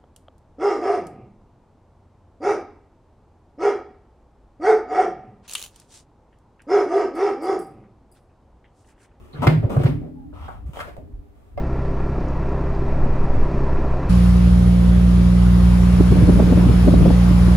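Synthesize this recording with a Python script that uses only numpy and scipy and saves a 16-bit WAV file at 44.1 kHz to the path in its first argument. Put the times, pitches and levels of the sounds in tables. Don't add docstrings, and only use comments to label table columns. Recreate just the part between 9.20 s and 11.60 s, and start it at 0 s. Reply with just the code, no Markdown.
import sys
import numpy as np
from scipy import signal
from scipy.fft import rfft, irfft
from scipy.io import wavfile

SR = 44100
rng = np.random.default_rng(int(sys.argv[2]) if len(sys.argv) > 2 else 0)


def output_pcm(signal):
    pcm = np.clip(np.atleast_2d(signal).T, -1, 1) * 32767
    wavfile.write(sys.argv[1], SR, np.round(pcm).astype(np.int16))


N = 105840
TIME = np.arange(N) / SR


def amp(db):
    return 10 ** (np.asarray(db) / 20)


def unit(x):
    return x / np.sqrt(np.mean(x ** 2) + 1e-20)


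def curve(points, hz):
    f, value = np.transpose(points)
    return np.interp(np.log(hz + 1), np.log(f + 1), value)


def add(mix, start, sound):
    part = mix[:, max(round(start * SR), 0):][:, :sound.shape[1]]
    part += sound[:, :part.shape[1]]


def mic_pair(z, likeness):
    return np.array([z[0], likeness * z[0] + np.sqrt(1 - likeness ** 2) * z[1]])


def noise(tone, likeness):
    white = mic_pair(rfft(rng.standard_normal((2, N))), likeness)
    return unit(irfft(white * amp(curve(tone, np.fft.rfftfreq(N, 1 / SR))), N))


def drift(rate_hz):
    hz = np.fft.fftfreq(N, 1 / SR)
    white = rng.standard_normal((2, N)) + 1j * rng.standard_normal((2, N))
    wander = np.fft.ifft(np.fft.fft(white) * np.exp(-(hz / rate_hz) ** 2))
    return wander / np.std(wander)


# frequency in Hz, relative level in dB.
YARD_TONE = [(20, 1), (100, -1.5), (300, -7), (700, -5), (1200, -15.5), (3000, -27.5), (6000, -34.5),
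             (15000, -35)]

def yard_air():
    return amp(-59) * noise(YARD_TONE, likeness=0.067)


# frequency in Hz, relative level in dB.
RUMBLE_TONE = [(15, -14), (45, 3), (85, 3.5), (130, -9), (200, -15), (400, -24.5), (1000, -70)]
# frequency in Hz, left-right likeness from 0 to 1.
RUMBLE_LIKENESS = [(25, 0.05), (60, 0.37)]
# time in seconds, level in dB.
RUMBLE_LEVEL = [(0, -45), (.13, -52.5), (0.299, -34.5), (0.761, -30.5), (.92, -48), (1.151, -39),
                (1.48, -39), (1.56, -43), (2.02, -43.5), (2.15, -52), (2.299, -52), (2.38, -31.5)]

def rumble():
    likeness = curve(RUMBLE_LIKENESS, np.fft.rfftfreq(N, 1 / SR))
    return noise(RUMBLE_TONE, likeness) * amp(np.interp(TIME, *np.transpose(RUMBLE_LEVEL)))


# start and length in seconds, level in dB, pitch in Hz,
# glide in octaves, width in Hz.
RIM_SQUEAKS = [(0.127, 0.042, -53, 4100, -0.062, 400), (0.149, 0.054, -47, 1616, -0.2, 262),
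               (0.951, 0.147, -53.5, 856, -0.14, 30), (1.559, 0.09, -50.5, 3194, 0.062, 240)]

def squeak(start, length, db, hz, glide, width_hz):
    progress = np.clip((TIME - start) / length, 0, 1)
    tone = np.exp(2j * np.pi * np.cumsum(hz * 2 ** (glide * progress)) / SR)
    return amp(db) * np.sin(np.pi * np.sqrt(progress)) * unit((drift(width_hz) * tone).real)


# pitch in Hz, relative level in dB, seconds to fall 60 dB.
HUM_MODES = [(159, -24, 0.95), (257.6, -29, 1.23), (291.2, -30.5, 1.77), (303, -39.5, 1.2),
             (403, -38, 1.85)]
# start in seconds, strength in dB, favoured pitch in Hz.
HUM_JOLTS = [(0.211, -2, 266), (.5, -5.5, 258), (.657, 0, 203.6), (.96, -14, 241), (1.774, -16, 377)]

def hum(favour_octaves=0.66, detune=0.02023, waver_depth=1.14):
    out = np.zeros((2, N))
    for hz, db, t60 in HUM_MODES:
        ring = 0
        for start, strength_db, favoured_hz in HUM_JOLTS:
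            t = np.maximum(TIME - start, 0)
            pitch = hz * (1 + detune * rng.uniform(-1, 1))
            share = np.exp(-(np.log2(hz / favoured_hz) / favour_octaves) ** 2)
            envelope = np.minimum(t / 0.016, 1) * amp(strength_db + db - 60 * t / t60)
            ring += share * envelope * np.exp(2j * np.pi * pitch * t)
        out += (ring * (1 + waver_depth * drift(rate_hz=27.6))).real
    return out


# crest time in seconds, level in dB, pitch in Hz, swell and fade in seconds.
LOW_THUMPS = [(0.159, -32.5, 146, .012, 0.017), (.198, -17.5, 122, 0.0047, .0068),
              (0.2112, -21, 115, 0.0086, .0097), (0.27, -18.5, 70, .004, 0.0077),
              (0.2812, -3.5, 130.5, .0035, 0.009), (0.3467, -11.5, 156.1, 0.036, 0.034),
              (.386, -15, 112.4, 0.015, 0.02), (.449, -9, 110, 0.0054, 0.0095),
              (.573, -10, 106.6, 0.0057, 0.014), (.58, -7.5, 133, 0.0026, 0.013),
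              (0.608, -13.5, 116, 0.0084, 0.0087), (0.656, -3.5, 130, 0.0052, .0065),
              (.704, -16, 141, 0.0093, 0.011), (0.742, -24.5, 119.4, 0.016, 0.043),
              (1.253, -33, 77, 0.024, 0.017), (1.463, -24.5, 63, 0.0078, 0.016),
              (1.494, -27.5, 130, 0.0029, 0.0058), (1.668, -36.5, 79, 0.0095, 0.0073),
              (1.784, -28, 70, 0.0032, 0.003), (1.943, -26, 44, 0.0048, .018),
              (1.995, -28.5, 51, 0.0065, 0.007)]

def thumps():
    out = np.zeros(N)
    for crest, db, hz, swell, fade in LOW_THUMPS:
        t = TIME - crest
        envelope = np.exp(-(t / np.where(t < 0, swell, fade)) ** 2 / 2)
        out -= amp(db) * envelope * np.cos(2 * np.pi * hz * t)
    return out


# frequency in Hz, seconds to fall 60 dB.
RING_DECAY = [(100, 1), (300, 0.46), (800, 0.31), (2000, 0.36), (5000, 0.32), (15000, 0.36)]
# pitch in Hz, relative level in dB, seconds to fall 60 dB.
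SHELL_MODES = [(362.1, -5, 0.31), (446, -6, 0.22), (572.7, -2.5, 0.12), (701, -13, 0.19),
               (751, -11.5, 0.49), (990, -15.5, 0.096), (1175, 1, 0.087), (1299, -1.5, 0.13),
               (1421, -7, 0.32), (1643, -10, 0.37), (2097, -3, 0.14), (2520, -7, 0.072),
               (3290, -12.5, 0.17), (5050, -3, .09)]

def shell(ring_db, modes_db, size=32768):
    t = np.arange(size) / SR
    white = mic_pair(rng.choice([-1., 1.], (2, size)), likeness=0.076)
    hz, age, bands = signal.stft(white, SR, nperseg=256)
    decay = amp(-60 * age / curve(RING_DECAY, hz)[:, None])
    ring = signal.istft(bands * decay, SR, nperseg=256)[1][:, :size]
    out = amp(ring_db) * unit(ring) / np.sqrt(size)
    for pitch, db, t60 in SHELL_MODES:
        phase = np.pi * (rng.random((2, 1)) - 0.5)
        out += amp(modes_db + db - 48 - 60 * t / t60) * np.cos(2 * np.pi * pitch * t + phase)
    out[:, 0] += 1
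    return out


def through_drum(force, tone, lifts, drum, size=2048):
    hz = abs(np.fft.fftfreq(size, 1 / SR))
    log_gain = np.log(unit(amp(curve(tone, hz))) * amp(curve(lifts, hz)))
    contact = np.fft.ifft(np.exp(np.conj(signal.hilbert(log_gain)))).real[None]
    return signal.fftconvolve(signal.fftconvolve(force, contact, axes=1), drum, axes=1)


CONTACT_LIKENESS = 0.53
# frequency in Hz, relative level in dB.
SCRAPE_SPECTRUM = [(60, -7.5), (250, 4.5), (550, 3.5), (850, -1.5), (1300, -6.5), (1600, -21),
                   (2200, -20.5), (3300, -24), (4300, -33.5), (6500, -34.5), (9000, -32), (15000, -38.5)]
# start and length in seconds, first and last level in dB,
# then lifts of depth, brightness and grit in dB.
RIM_SCRAPES = [(0, 0.18, -59, -64, 7.5, 12.5, 13), (0.131, 0.22, -52.5, -38.5, 11, 14, 3),
               (.219, 0.04, -20.5, -20.5, -9.5, 1.5, -2.5), (0.496, 0.066, -30.5, -32, 2, 1.5, -0.5),
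               (0.588, .12, -42, -43.5, 10.5, 13, 8), (1.135, 0.14, -52, -42, -21.5, 8, 1.5),
               (1.302, 0.094, -41, -54, -42, 0.5, -3.5), (1.462, 0.095, -61, -65.5, 4.5, 13.5, 17.5),
               (1.532, 0.093, -45, -36, -10.5, 8, 9.5), (1.609, 0.059, -54, -44, -5.5, 4, -2),
               (2.151, .22, -69.5, -72.5, 6, 11, 14.5)]

def scrape(length, first_db, last_db, depth_db, bright_db, grit_db, size=8192):
    slips_per_s, spread_db = 3000, 3.5
    t = np.arange(size) / SR
    slips = (rng.random((2, size)) < slips_per_s / SR) * rng.choice([-1, 1], (2, size))
    strength = amp(spread_db * np.minimum(rng.exponential(1, (2, size)), 4))
    pressure = amp(np.interp(t, [0, length], [first_db, last_db]))
    release = np.clip((length - t) / 0.0093, 0, 1)
    force = unit(mic_pair(slips * strength, CONTACT_LIKENESS)) * pressure * release
    lifts = [(330, depth_db), (750, 0.023), (2000, bright_db), (4500, bright_db), (7000, grit_db)]
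    return through_drum(force, SCRAPE_SPECTRUM, lifts, shell(ring_db=0.5, modes_db=0))


# frequency in Hz, relative level in dB.
KNOCK_SPECTRUM = [(40, -8.5), (180, -1), (400, 0), (620, 5), (900, -3), (1350, -7.5), (2100, -9.5),
                  (3000, -17.5), (5000, -24), (5700, -31), (8500, -32), (15000, -34.5)]
# start in seconds, relative level in dB, contact length in seconds,
# then lifts of depth, clang, brightness, grit and the clear modes in dB.
SHELL_KNOCKS = [(0.268, -4.5, 0.0043, -2, -0.5, 5, -3, 6.5), (.27, 3.5, 0.0028, 2.5, -0.5, -5.5, -1.5, 3.5),
                (.274, -7.5, 0.0038, 3.5, 9, 12.5, 4, 5.5), (0.427, -11.5, 0.042, 10, -8, -10, -13, -3),
                (0.5646, -6, 0.0092, 0.5, -1, -15, -6, 5), (0.6, -15.5, 0.004, 4, -12, -9, -5, 14),
                (0.634, -13, 0.011, 6, 6, 0, 6.5, -1), (0.655, -7.5, 0.021, 3, -1.5, 2.5, -4.5, -3),
                (0.81, -23.5, 0.075, 16.5, -9, -9.5, -7, -4), (1.126, -31, 0.012, 10, 2, -20, -17, 5),
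                (1.2812, -13.5, 0.0121, -13.5, 2, -15, -7, 7.5), (1.57, -15, .003, -3.5, -16, -6, -12, 6),
                (1.59, -18, 0.0043, -26, 9, -1, 2, 10), (1.601, -20, 0.013, -17.5, 16, 10, 10, 13),
                (1.669, -18.5, 0.033, .5, -4, -1, 0.5, 4.5),
                (1.766, -21, 0.0047, -2, -12.5, -9.5, -2.5, -12),
                (1.774, -18.5, 0.019, -1, -27, -19, -12, -3),
                (2.3744, -15.5, 0.0097, -9.5, -16, -7.5, -9, 22)]

def knock(db, length, depth_db, clang_db, bright_db, grit_db, modes_db, size=4096, softness=0.24):
    progress = np.arange(size) / SR / length
    pressure = unit(progress ** softness * np.exp(-progress ** 2))
    chatter = mic_pair(rng.choice([-1., 1.], (2, size)), CONTACT_LIKENESS) * pressure
    for _ in range(6):
        even = irfft(np.exp(1j * np.angle(rfft(chatter))))
        chatter = np.clip(unit(even), -2 * pressure, 2 * pressure)
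    force = amp(db + 7.5) * unit(chatter) / np.sqrt(size)
    lifts = [(330, depth_db), (800, 0.0074), (1500, clang_db),
             (2000, bright_db), (5000, bright_db), (7000, grit_db)]
    return through_drum(force, KNOCK_SPECTRUM, lifts, shell(ring_db=-2.5, modes_db=modes_db))


def scene():
    lean_left, lean_right, lag_samples = amp([[0.5], [-0.5]]), amp([[-0.5], [0.5]]), 6
    mix = thumps() * lean_right + hum() + sum(squeak(*row) for row in RIM_SQUEAKS)
    for start, *row in SHELL_KNOCKS:
        add(mix, start, knock(*row) * lean_left)
    for start, *row in RIM_SCRAPES:
        add(mix, start, scrape(*row) * lean_left)
    mix[1] = np.pad(mix[1], (lag_samples, 0))[:N]
    return mix + rumble() + yard_air()


def record(dry, cutoff_hz=15750):
    rounded = dry / (1 + dry ** 8) ** (1 / 8)
    lowpass = signal.firwin(511, cutoff_hz, window=("kaiser", 9), fs=SR)
    return signal.oaconvolve(rounded, lowpass[None], "same")


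dry = scene()
out = record(dry)
output_pcm(out)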